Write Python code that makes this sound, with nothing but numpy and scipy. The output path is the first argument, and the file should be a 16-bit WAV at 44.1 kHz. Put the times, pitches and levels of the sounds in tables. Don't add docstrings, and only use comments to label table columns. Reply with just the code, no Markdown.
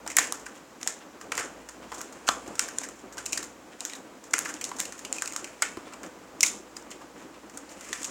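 import sys
import numpy as np
from scipy import signal
from scipy.io import wavfile

SR = 44100
rng = np.random.default_rng(int(sys.argv[2]) if len(sys.argv) > 2 else 0)


def volts_from_db(level):
    exponent = np.asarray(level, float) / 20
    return 10 ** exponent


def store_wav(level_fs):
    pcm = np.round(np.clip(np.atleast_2d(level_fs), -1, 1) * 32767)
    wavfile.write(sys.argv[1], SR, pcm.T.astype(np.int16))


N = 357341


def rms_one(x):
    return x / np.sqrt(np.mean(x ** 2, axis=-1, keepdims=True) + 1e-20)


def in_time(rows):
    s, *columns = np.transpose(rows)
    return [np.interp(np.arange(N) / SR, s, c) for c in columns]


def at_hz(points, hz):
    point_hz, values = np.array(points)[:, :2].T
    return np.interp(np.log(hz), np.log(point_hz), values)


def band(x, low_hz, high_hz):
    sos = signal.butter(2, [low_hz, min(high_hz, .47 * SR)], "band", fs=SR, output="sos")
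    return signal.sosfilt(sos, x)


def resonate(x, hz, width_hz):
    r = np.exp(-np.pi * width_hz / SR)
    zeros = np.array([1, 0, -1]) * (1 - r * r) / 2
    poles = [1, -2 * r * np.cos(2 * np.pi * hz / SR), r * r]
    return signal.lfilter(zeros, poles, x)


def drift(rate):
    r = np.exp(-80 * np.pi * rate / SR)
    slow = signal.lfilter([1], [1, -2 * r, r * r], rng.standard_normal(N // 40 + 2002))[2000:]
    return np.interp(np.arange(N) / 40, np.arange(len(slow)), rms_one(slow))


def third_octaves():
    edges = 25 * 2 ** np.arange(0, 9.7, 1 / 3)
    return zip(edges, np.sqrt(edges[:-1] * edges[1:]), edges[1:])


def lay_out(times, sounds):
    out = np.zeros(N + len(sounds[0]))
    for s, sound in zip(times, sounds):
        start = round(s * SR)
        out[start:start + len(sound)] += sound
    return out[:N]


def swells(rows, size=8192):
    t = np.arange(size) / SR
    length_s = np.maximum(np.array(rows)[:, 1:2], .01)
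    return np.sin(np.pi * np.minimum(t / length_s, 1)) ** 0.7


def crack_colour(x):
    # pitch_hz, width_hz, level_db
    port_modes = [(7050, 1820, 4), (5390, 1070, -0.5), (3510, 1340, -3.5), (7730, 610, -9)]
    out = 0
    for k, (hz, width_hz, db) in enumerate(port_modes):
        out = out + volts_from_db(db) * (-1) ** k * resonate(x, hz, width_hz)
    return band(out, 3350, 9840)


def air():
    # frequency_hz, density_db
    air_spectrum = [(20, -24), (140, -14.5), (420, -7.5), (1100, -8.5), (3890, -25), (6300, -25),
                    (9580, -34), (17000, -35)]
    # start_s, level_db
    air_level = [(0.0, -49), (0.72, -55), (1.4, -47.5), (1.67, -53), (2.55, -48), (2.84, -50), (4.31, -54),
                 (4.51, -47.5), (4.94, -50), (6.54, -49.5), (6.72, -51.5), (8.1, -50)]
    # pitch_hz, width_hz,
    # level_db
    air_resonances = [(208, 22, 3), (263.7, 42, 7), (302.4, 33, 8), (493, 76, -1.5), (7100, 1500, 1.5)]
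    # start_s, fundamental_db, second_harmonic_db
    hum_levels = [(0.0, -67, -77), (0.11, -61, -75), (0.36, -79, -78), (0.45, -64, -90), (0.54, -80, -76),
                  (1.87, -61, -75), (2.07, -76, -75), (2.35, -60, -68), (2.82, -71, -77), (3.29, -63, -62),
                  (3.99, -81, -83), (4.56, -72, -66), (4.98, -70, -81), (5.3, -71, -74), (8.05, -68, -78),
                  (8.1, -74, -90)]

    white, together, out = rng.standard_normal((2, N)), drift(16.7), 0
    swell_db = 0.69 * (in_time(air_level)[0] + 51.5)
    for k, (low, hz, high) in enumerate(third_octaves()):
        bass = 1 / (1 + (hz / 1800) ** 2)
        moving_db = bass * (swell_db + 2.23 * together) + 0.4 * drift(19.4)
        out = out + volts_from_db(at_hz(air_spectrum, hz) + moving_db) * band(white[k % 2], low, high)
    out = out + sum(volts_from_db(db) * resonate(out, hz, width_hz) for hz, width_hz, db in air_resonances)

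    mains_hz = 59.1 + 2.37 * drift(2.76)
    phase = 2 * np.pi * np.cumsum(mains_hz) / SR
    hum_db, second_db = in_time(hum_levels)
    hum = volts_from_db(hum_db + 2.5 + 1.5 * drift(6.0)) * np.sin(phase)
    hum = hum + volts_from_db(second_db) * np.sin(2 * phase)
    return volts_from_db(-47.5) * rms_one(out) + hum


def room(x):
    # frequency_hz, t60_s
    decay_times = [(300, 0.48), (1000, 0.36), (2500, 0.33), (6000, 0.26), (14000, 0.23)]
    # frequency_hz, gain_db
    tail_gain = [(300, 13), (1500, 1.5), (4000, 1.5), (5400, -1.5), (7000, 1.5), (9500, -1.5),
                 (14000, -2.5)]
    # delay_s, level_db
    echoes = [
        (.007, -19),
        (0.031, -23),
    ]

    t = np.arange(SR // 2) / SR
    white, smear = rng.standard_normal((2, len(t))), rng.standard_normal(len(t))
    tail = 0
    for k, (low, hz, high) in enumerate(third_octaves()):
        if hz > 150:
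            decay_db = at_hz(tail_gain, hz) - 60 * t / at_hz(decay_times, hz)
            tail = tail + volts_from_db(decay_db) * band(white[k % 2], low, high)
    tail = tail * (1 - np.exp(-(t / 0.0095) ** 2))
    answer = volts_from_db(-7.5) * tail / np.sqrt(np.sum(tail ** 2))
    for lag, db in echoes:
        puff = smear * np.exp(-np.abs(t - lag) / 0.0021) * (t > lag)
        answer = answer + volts_from_db(db) * puff / np.sqrt(np.sum(puff ** 2))
    return signal.fftconvolve(x, answer)[:N]


def bumps(width_hz=160):
    # start_s, length_s, pitch_hz, level_db
    leans = [(1.27, .04, 300, -46), (1.44, .03, 450, -44), (2.03, .06, 350, -48), (2.456, .02, 480, -43),
             (2.86, .04, 300, -48), (3.03, .04, 300, -45), (3.37, .04, 350, -46), (4.32, .05, 300, -44),
             (4.42, .04, 300, -45), (4.48, .04, 300, -50), (5.035, .04, 300, -45), (5.42, .04, 350, -47),
             (6.51, .04, 350, -49), (6.58, .04, 320, -49), (6.93, .04, 320, -44), (7.24, .04, 300, -47),
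             (7.89, .04, 320, -46)]
    shape = swells(leans)
    noise = rng.standard_normal(shape.shape)
    sounds = []
    for (_, _, hz, db), env, x in zip(leans, shape, noise):
        murmur = resonate(resonate(x, hz, width_hz), hz, 2 * width_hz)
        sounds.append(volts_from_db(db) * env * rms_one(murmur))
    return lay_out([s for s, *_ in leans], sounds)


def knocks(t60=0.032, thud_hz=110):
    # start_s, peak_db, pitch_hz
    blows = [(1.379, -39.5, 515), (1.319, -41, 480), (1.396, -38, 450), (1.922, -43, 450),
             (2.288, -34, 280), (2.675, -44, 400), (2.479, -37, 345), (5.773, -32.5, 346)]
    t = np.arange(4096) / SR
    shape = volts_from_db(11.0 - 60 * t / t60) * (1 - np.exp(-t / 0.0016))
    thud = volts_from_db(-15.0) * np.sin(2 * np.pi * thud_hz * t)
    rings = [volts_from_db(db) * shape * (np.sin(2 * np.pi * hz * t) + thud) for _, db, hz in blows]
    return lay_out([s for s, *_ in blows], rings)


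def slides(catches_per_s=700, uneven_db=4.0):
    # start_s, length_s, card_db, film_db
    strokes = [(.54, .05, -56, -56), (.79, .08, -56, -52), (1.0, .04, -52, -66), (1.81, .05, -53, -64),
               (1.875, .17, -56, -54), (2.765, .02, -56, -48), (2.955, .07, -60, -57),
               (3.17, .05, -54, -52), (3.71, .04, -54, -64), (3.785, .02, -52, -52), (3.9, .07, -51, -54),
               (4.235, .05, -60, -55), (4.55, .03, -50, -60), (5.13, .04, -50, -52), (5.85, .05, -51, -62),
               (6.03, .05, -56, -52), (7.33, .04, -53, -66), (7.53, .04, -60, -56), (7.69, .06, -57, -53),
               (7.79, .13, -54, -52), (7.94, .1, -52, -50), (.05, .09, -54, -52), (.195, .07, -44, -42),
               (2.6, .07, -48, -46), (4.47, .05, -50, -48), (6.44, .07, -52, -40), (6.75, .03, -60, -55),
               (7.15, .12, -56, -60), (1.2, .05, -58, -56), (1.39, .07, -52, -56)]
    s, _, card_db, film_db = np.transpose(strokes)
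    shape = swells(strokes)
    catch_sizes = volts_from_db(uneven_db * np.minimum(rng.exponential(1, N), 2))
    catches = catch_sizes * (rng.random(N) < catches_per_s / SR)
    grit = rng.standard_normal(N) * (0.4 + signal.lfilter([1], [1, -.9], catches))
    card = rms_one(band(grit, 700, 3200))
    film = resonate(crack_colour(grit), 7000, 3500) + volts_from_db(-17.0) * band(grit, 8500, 15000)
    card_part = lay_out(s, volts_from_db(card_db)[:, None] * shape) * card
    return card_part + lay_out(s, volts_from_db(film_db)[:, None] * shape) * rms_one(film)


def rustle(per_s=1400, uneven_db=2.5):
    # start_s, level_db
    grip = [(0, -57), (.25, -49), (.56, -54.5), (.92, -65), (1.46, -52), (1.67, -53.5), (2.39, -49.5),
            (2.73, -47), (3.1, -58), (3.29, -47), (3.47, -59), (4.26, -57), (4.53, -49), (5.46, -49),
            (6.23, -55.5), (7.49, -57.5), (7.96, -42), (8.1, -44)]
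    rub_db, = in_time(grip)
    crinkle_db = -54.5 + 1.5 * (rub_db + 53)
    sizes = volts_from_db(uneven_db * np.minimum(rng.exponential(1, N), 5)) * rng.choice([-1, 1], N)
    struck = rng.random(N) < per_s * volts_from_db(4.0 * drift(25)) / SR
    grains = sizes * struck + 0.23 * rng.standard_normal(N)
    crinkle = crack_colour(grains) + volts_from_db(-29.0) * band(grains, 6700, 8200)
    rub = band(grains, 970, 3540)
    return volts_from_db(crinkle_db - 10.5) * rms_one(crinkle) + volts_from_db(rub_db - 8.5) * rms_one(rub)


def snap_rows():
    # start_s, shell_hz, shell_db, crack_db, top_rel_db
    breaks = [(.0761, 1760, -40.5, -33, -13), (0.1674, 1890, -31, -20.5, 1), (.185, 1800, -19.5, -21, -20),
              (.191, 1800, -38, -24, -22), (0.8298, 1700, -43, -34, -19), (2.0141, 1000, -44.5, -36, -6),
              (2.5933, 2180, -30, -20.5, -16), (3.8057, 2640, -40, -33, -18), (3.9342, 1950, -43, -41, -14),
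              (4.337, 2110, -25.5, -24.5, -16), (4.54, 2620, -47, -36.5, -18),
              (4.641, 2700, -38.5, -29, -40), (4.6496, 1600, -44, -35.5, -14),
              (5.2758, 2430, -39, -33, -14), (5.362, 1320, -35, -29.5, -14),
              (6.4069, 2480, -33, -22.5, -16), (6.431, 2280, -31, -25, -12), (8.031, 1200, -52, -35, -29),
              (3.257, 2500, -52, -39, -26), (3.392, 2680, -49, -45, -24), (5.214, 1500, -54, -48, -20),
              (5.258, 2560, -41, -36, -18)]
    # start_s, shell_hz, shell_db, crack_db, top_rel_db
    snips = [(2.785, 1500, -42, -29.5, -24), (3.8514, 1520, -43.5, -30, -11), (4.335, 2000, -33, -29, -21),
             (4.382, 1360, -34, -32, -24), (4.39, 1440, -37, -27, -6), (4.802, 2020, -36.5, -26, -3.5),
             (0.3233, 1210, -34.5, -29, -7), (5.1266, 2600, -38, -26, -22), (6.43, 2400, -31, -18, -13),
             (1.3777, 1410, -32, -31, -22), (2.2886, 1210, -31, -25, -8), (1.6946, 1000, -52, -46, -20)]
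    # start_s, shell_hz, shell_db, crack_db, slip_ms
    tears = [(0.8742, 1750, -34, -23.5, 2.1), (1.319, 2200, -30.5, -36, 2.3),
             (1.3777, 1390, -26.5, -33.5, 2.8), (1.3949, 1440, -32.5, -36, 3.4), (1.978, 890, -46, -41, 32),
             (2.2726, 2660, -37, -36, 7), (2.2783, 1390, -28.5, -31, 4.5), (2.2878, 1210, -28, -33, 4.3),
             (2.8342, 1710, -38, -35.5, 9.5), (3.181, 1500, -48, -37, 6.9), (3.2611, 2510, -38, -29.5, 3.4),
             (3.33, 2390, -30, -25.5, 3.3), (3.3748, 1600, -34, -29, 4), (4.345, 1870, -35, -40, 5.9),
             (4.4491, 2500, -41, -37, 8.5), (4.4883, 1600, -36.5, -36.5, 18), (4.785, 1030, -44, -36, 10.5),
             (4.794, 1710, -37.5, -29, 28), (5.221, 1390, -31.5, -27.5, 2.4),
             (5.621, 1490, -26.5, -24, 3.3), (6.433, 2400, -29, -20.5, 4.3), (6.4619, 2200, -36, -25, 6),
             (7.929, 1730, -31.5, -31, 3.4), (8.044, 2190, -45, -32, 2.6)]
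    # start_s, shell_hz, shell_db, crack_db
    clicks = [(.1012, 2110, -38, -36.5), (.115, 1820, -42, -41), (0.4641, 1410, -38, -42.5),
              (.8123, 1780, -48, -46), (1.2122, 1340, -43.5, -44.5), (1.6877, 1410, -44.5, -41),
              (2.007, 1410, -40, -46), (2.5533, 1160, -47, -41.5), (2.6802, 1360, -48, -43),
              (2.6854, 1520, -39.5, -38.5), (2.887, 1430, -46.5, -41), (3.171, 930, -45, -47),
              (3.323, 2630, -40, -33), (3.44, 2050, -48, -42), (3.897, 2100, -44, -42.5),
              (4.6118, 2260, -37, -34), (4.8527, 2700, -40, -36.5), (4.9229, 1300, -44, -39.5),
              (5.049, 2740, -38, -37), (5.1635, 2440, -44, -41), (5.183, 2550, -42, -39),
              (5.334, 1350, -45, -39.5), (5.443, 2260, -38, -37), (5.4742, 1480, -48, -51),
              (5.935, 2470, -47.5, -46.5), (6.0322, 1320, -47, -44.5), (6.7663, 1350, -45.5, -39),
              (6.9135, 2880, -44.5, -43), (7.497, 1570, -52, -49), (8.0482, 2660, -43, -35)]
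    # start_s, shell_hz, shell_db, slip_ms
    flexes = [(.0636, 1010, -37.5, 3.8), (0.1696, 1690, -23.5, 2.4), (.8644, 676, -41, 2.5),
              (.877, 1300, -41, 13), (1.322, 1280, -32, 2.1), (1.3832, 1500, -34, 18),
              (1.9174, 1040, -35.5, 8.5), (2.4613, 695, -43, 14), (2.5804, 1240, -47, 3.3),
              (2.5959, 1400, -31, 1.9), (2.8157, 890, -44, 1.9), (3.178, 1360, -36, 15),
              (3.8109, 706, -43.5, 10), (4.456, 1440, -32, 4.8), (4.715, 1050, -38.5, 3),
              (5.6233, 2100, -26.5, 5.9), (5.771, 1000, -40, 3), (5.922, 1050, -43, 16),
              (6.0376, 1500, -43.5, 6.3), (6.9166, 2040, -45.5, 7.6), (7.0135, 840, -46, 14)]
    # start_s, crack_db, slip_ms
    ticks = [(.397, -48, 7.6), (.458, -48, 6.3), (1.352, -37, 2.8), (1.369, -40, 3.8), (1.9433, -40, 8.4),
             (2.1244, -46, 7), (2.2684, -43, 5.8), (2.4771, -44.5, 4.8), (2.8098, -44, 7),
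             (3.1237, -45, 12), (3.428, -38, 2.5), (3.854, -39, 9.2), (3.9517, -43, 13),
             (4.239, -48.5, 2.7), (4.3078, -45.5, 5.1), (4.481, -46, 3.8), (4.691, -43, 2.2),
             (4.7648, -43, 5.4), (4.978, -47, 9), (4.9916, -41, 3.2), (5.3227, -39, 1.8), (6.9044, -44, 10),
             (7.5726, -39.5, 4.7), (7.692, -51, 14), (7.711, -47, 14), (7.809, -44, 2.5), (7.847, -49, 4.1),
             (7.8863, -45, 8.9), (7.935, -39, 5.2), (8.0174, -41, 8.3)]

    rows = [(*row, 1.74) for row in breaks]
    rows += [(*row, 0.78) for row in snips]
    rows += [(*row, -15.5, ms) for *row, ms in tears]
    rows += [(*row, -12, 3.8) for row in clicks]
    rows += [(s, hz, db, db - 10, -9, ms) for s, hz, db, ms in flexes]
    rows += [(s, 1300 * rng.uniform(0.46, 1.8), db - 7.5, db, -10, ms) for s, db, ms in ticks]
    return np.array(rows)


def settling():
    rows, t = snap_rows(), np.arange(8192) / SR
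    strength = volts_from_db(np.maximum(rows[:, 2], rows[:, 3]))[:, None]
    after = lay_out(rows[:, 0] + 0.0019, strength * volts_from_db(-23) * np.exp(-t / 0.047))
    before = lay_out(rows[:, 0] - .04, strength * np.exp((t[:1764] - .04) / 0.0064))
    hits = rng.random(N) * (rng.random(N) < 900 / SR)
    bursts = signal.lfilter([1], [1, -.96], hits)
    ticks = rng.standard_normal(N) * (after * rms_one(bursts) + volts_from_db(-29) * before)
    return volts_from_db(10.0) * crack_colour(ticks) + band(ticks, 860, 3400) + volts_from_db(-8.0) * band(ticks, 6400, 11000)


def slip_runs(lengths_ms, size):
    t = np.arange(size) / SR * 1000
    ms = np.maximum(lengths_ms, .3)[:, None]
    z = rng.standard_normal((len(ms), size))
    run = z * np.abs(z) * np.exp(-t * 0.77 / ms) * np.minimum(t / (0.083 * ms), 1)
    return run * (1 + 1.3 / ms * np.exp(-t / 1.35))


def dents(size=1024):
    # start_s, pitch_hz, width_hz, level_db, slip_ms
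    slaps = [(.186, 960, 500, -31.5, 2.4), (1.319, 6350, 900, -39, 2.5), (2.288, 3430, 800, -27, 1.2),
             (2.2885, 725, 310, -27.5, 0.97), (3.897, 3850, 250, -54, 9), (3.934, 3900, 400, -50, 1.6),
             (3.951, 3900, 250, -52, 3.5), (4.338, 1480, 510, -28, 1.8), (4.716, 1010, 200, -43, 1.5),
             (5.183, 2520, 200, -42, 1.8), (5.622, 5150, 810, -35.5, 2.2), (5.623, 940, 300, -38, 3),
             (5.623, 1440, 90, -30, 5.5), (2.289, 1300, 110, -30, 1.8), (6.766, 4970, 348, -45.5, 1.3),
             (7.929, 3600, 900, -41, 2.7), (2.2885, 1080, 350, -27, 1.1), (6.431, 5600, 900, -25, 4.5),
             (6.408, 5600, 500, -34, 2.2), (.1855, 6900, 700, -23, 3), (.168, 7600, 900, -26, 1.5),
             (5.622, 7900, 1100, -29, 2.2), (6.432, 11000, 900, -38, 3), (6.432, 2330, 330, -24.5, 4),
             (7.691, 4500, 400, -57, 1.5), (4.389, 9200, 1200, -36, .8), (2.7855, 7200, 1500, -32, 1.1),
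             (4.3375, 6500, 1500, -28, 1.6), (7.574, 8500, 1200, -46, 1.5), (.3235, 9000, 1500, -38, .8),
             (.241, 7200, 1300, -41, 6), (6.824, 6500, 2500, -58, 1.5), (7.909, 8000, 1000, -54, 1.5),
             (3.3755, 5000, 900, -36, 2)]
    rows = np.array(slaps)
    rings = []
    for (_, hz, width_hz, db, _), slips in zip(rows, slip_runs(rows[:, 4], size)):
        ring = resonate(resonate(slips, hz, width_hz), hz, 2 * width_hz)
        rings.append(volts_from_db(db) * rms_one(ring))
    return lay_out(rows[:, 0], rings)


def snap_colour(slips, rows, shell_width_hz):
    hz, shell_db, crack_db, top_db = np.transpose(rows)[1:5, :, None]
    shell = np.array([resonate(resonate(x, f, shell_width_hz), f, 1.42 * f)
                      for x, f in zip(slips, hz[:, 0])])
    shell = rms_one(shell) + volts_from_db(-5.5) * rms_one(band(slips, 790, 3750))
    top = band(slips, 8800, 11400) - volts_from_db(-9.0) * band(slips, 12300, 16200)
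    parts = (shell_db, shell), (crack_db, crack_colour(slips)), (crack_db + top_db - 3.0, top)
    return sum(volts_from_db(db - 4.0) * rms_one(part) for db, part in parts)


def snaps(size=1024):
    rows = snap_rows()
    clicks = np.tile(signal.unit_impulse(size), (len(rows), 1))
    near = snap_colour(slip_runs(rows[:, 5], size), rows, shell_width_hz=440)
    far = snap_colour(clicks, rows, shell_width_hz=580)
    return lay_out(rows[:, 0], near), lay_out(rows[:, 0], far)


def scene():
    hush = air()
    rub = rustle() + settling() + slides()
    ring = dents()
    near, far = snaps()
    direct = near + ring + rub + knocks() + bumps()
    reverberant = room(far + rub + volts_from_db(-9.5) * ring)
    return (direct + reverberant + hush)[None]


def low_pass(x):
    return signal.sosfilt(signal.butter(12, 19270, fs=SR, output="sos"), x)


def record(dry):
    held = np.clip(dry, -.97, .97)
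    low_cut = signal.butter(2, 30, "high", fs=SR, output="sos")
    high_cut = signal.cheby2(8, 32, 17550, fs=SR, output="sos")
    return low_pass(signal.sosfilt(high_cut, signal.sosfilt(low_cut, held)))


dry = scene()
out = record(dry)
store_wav(out)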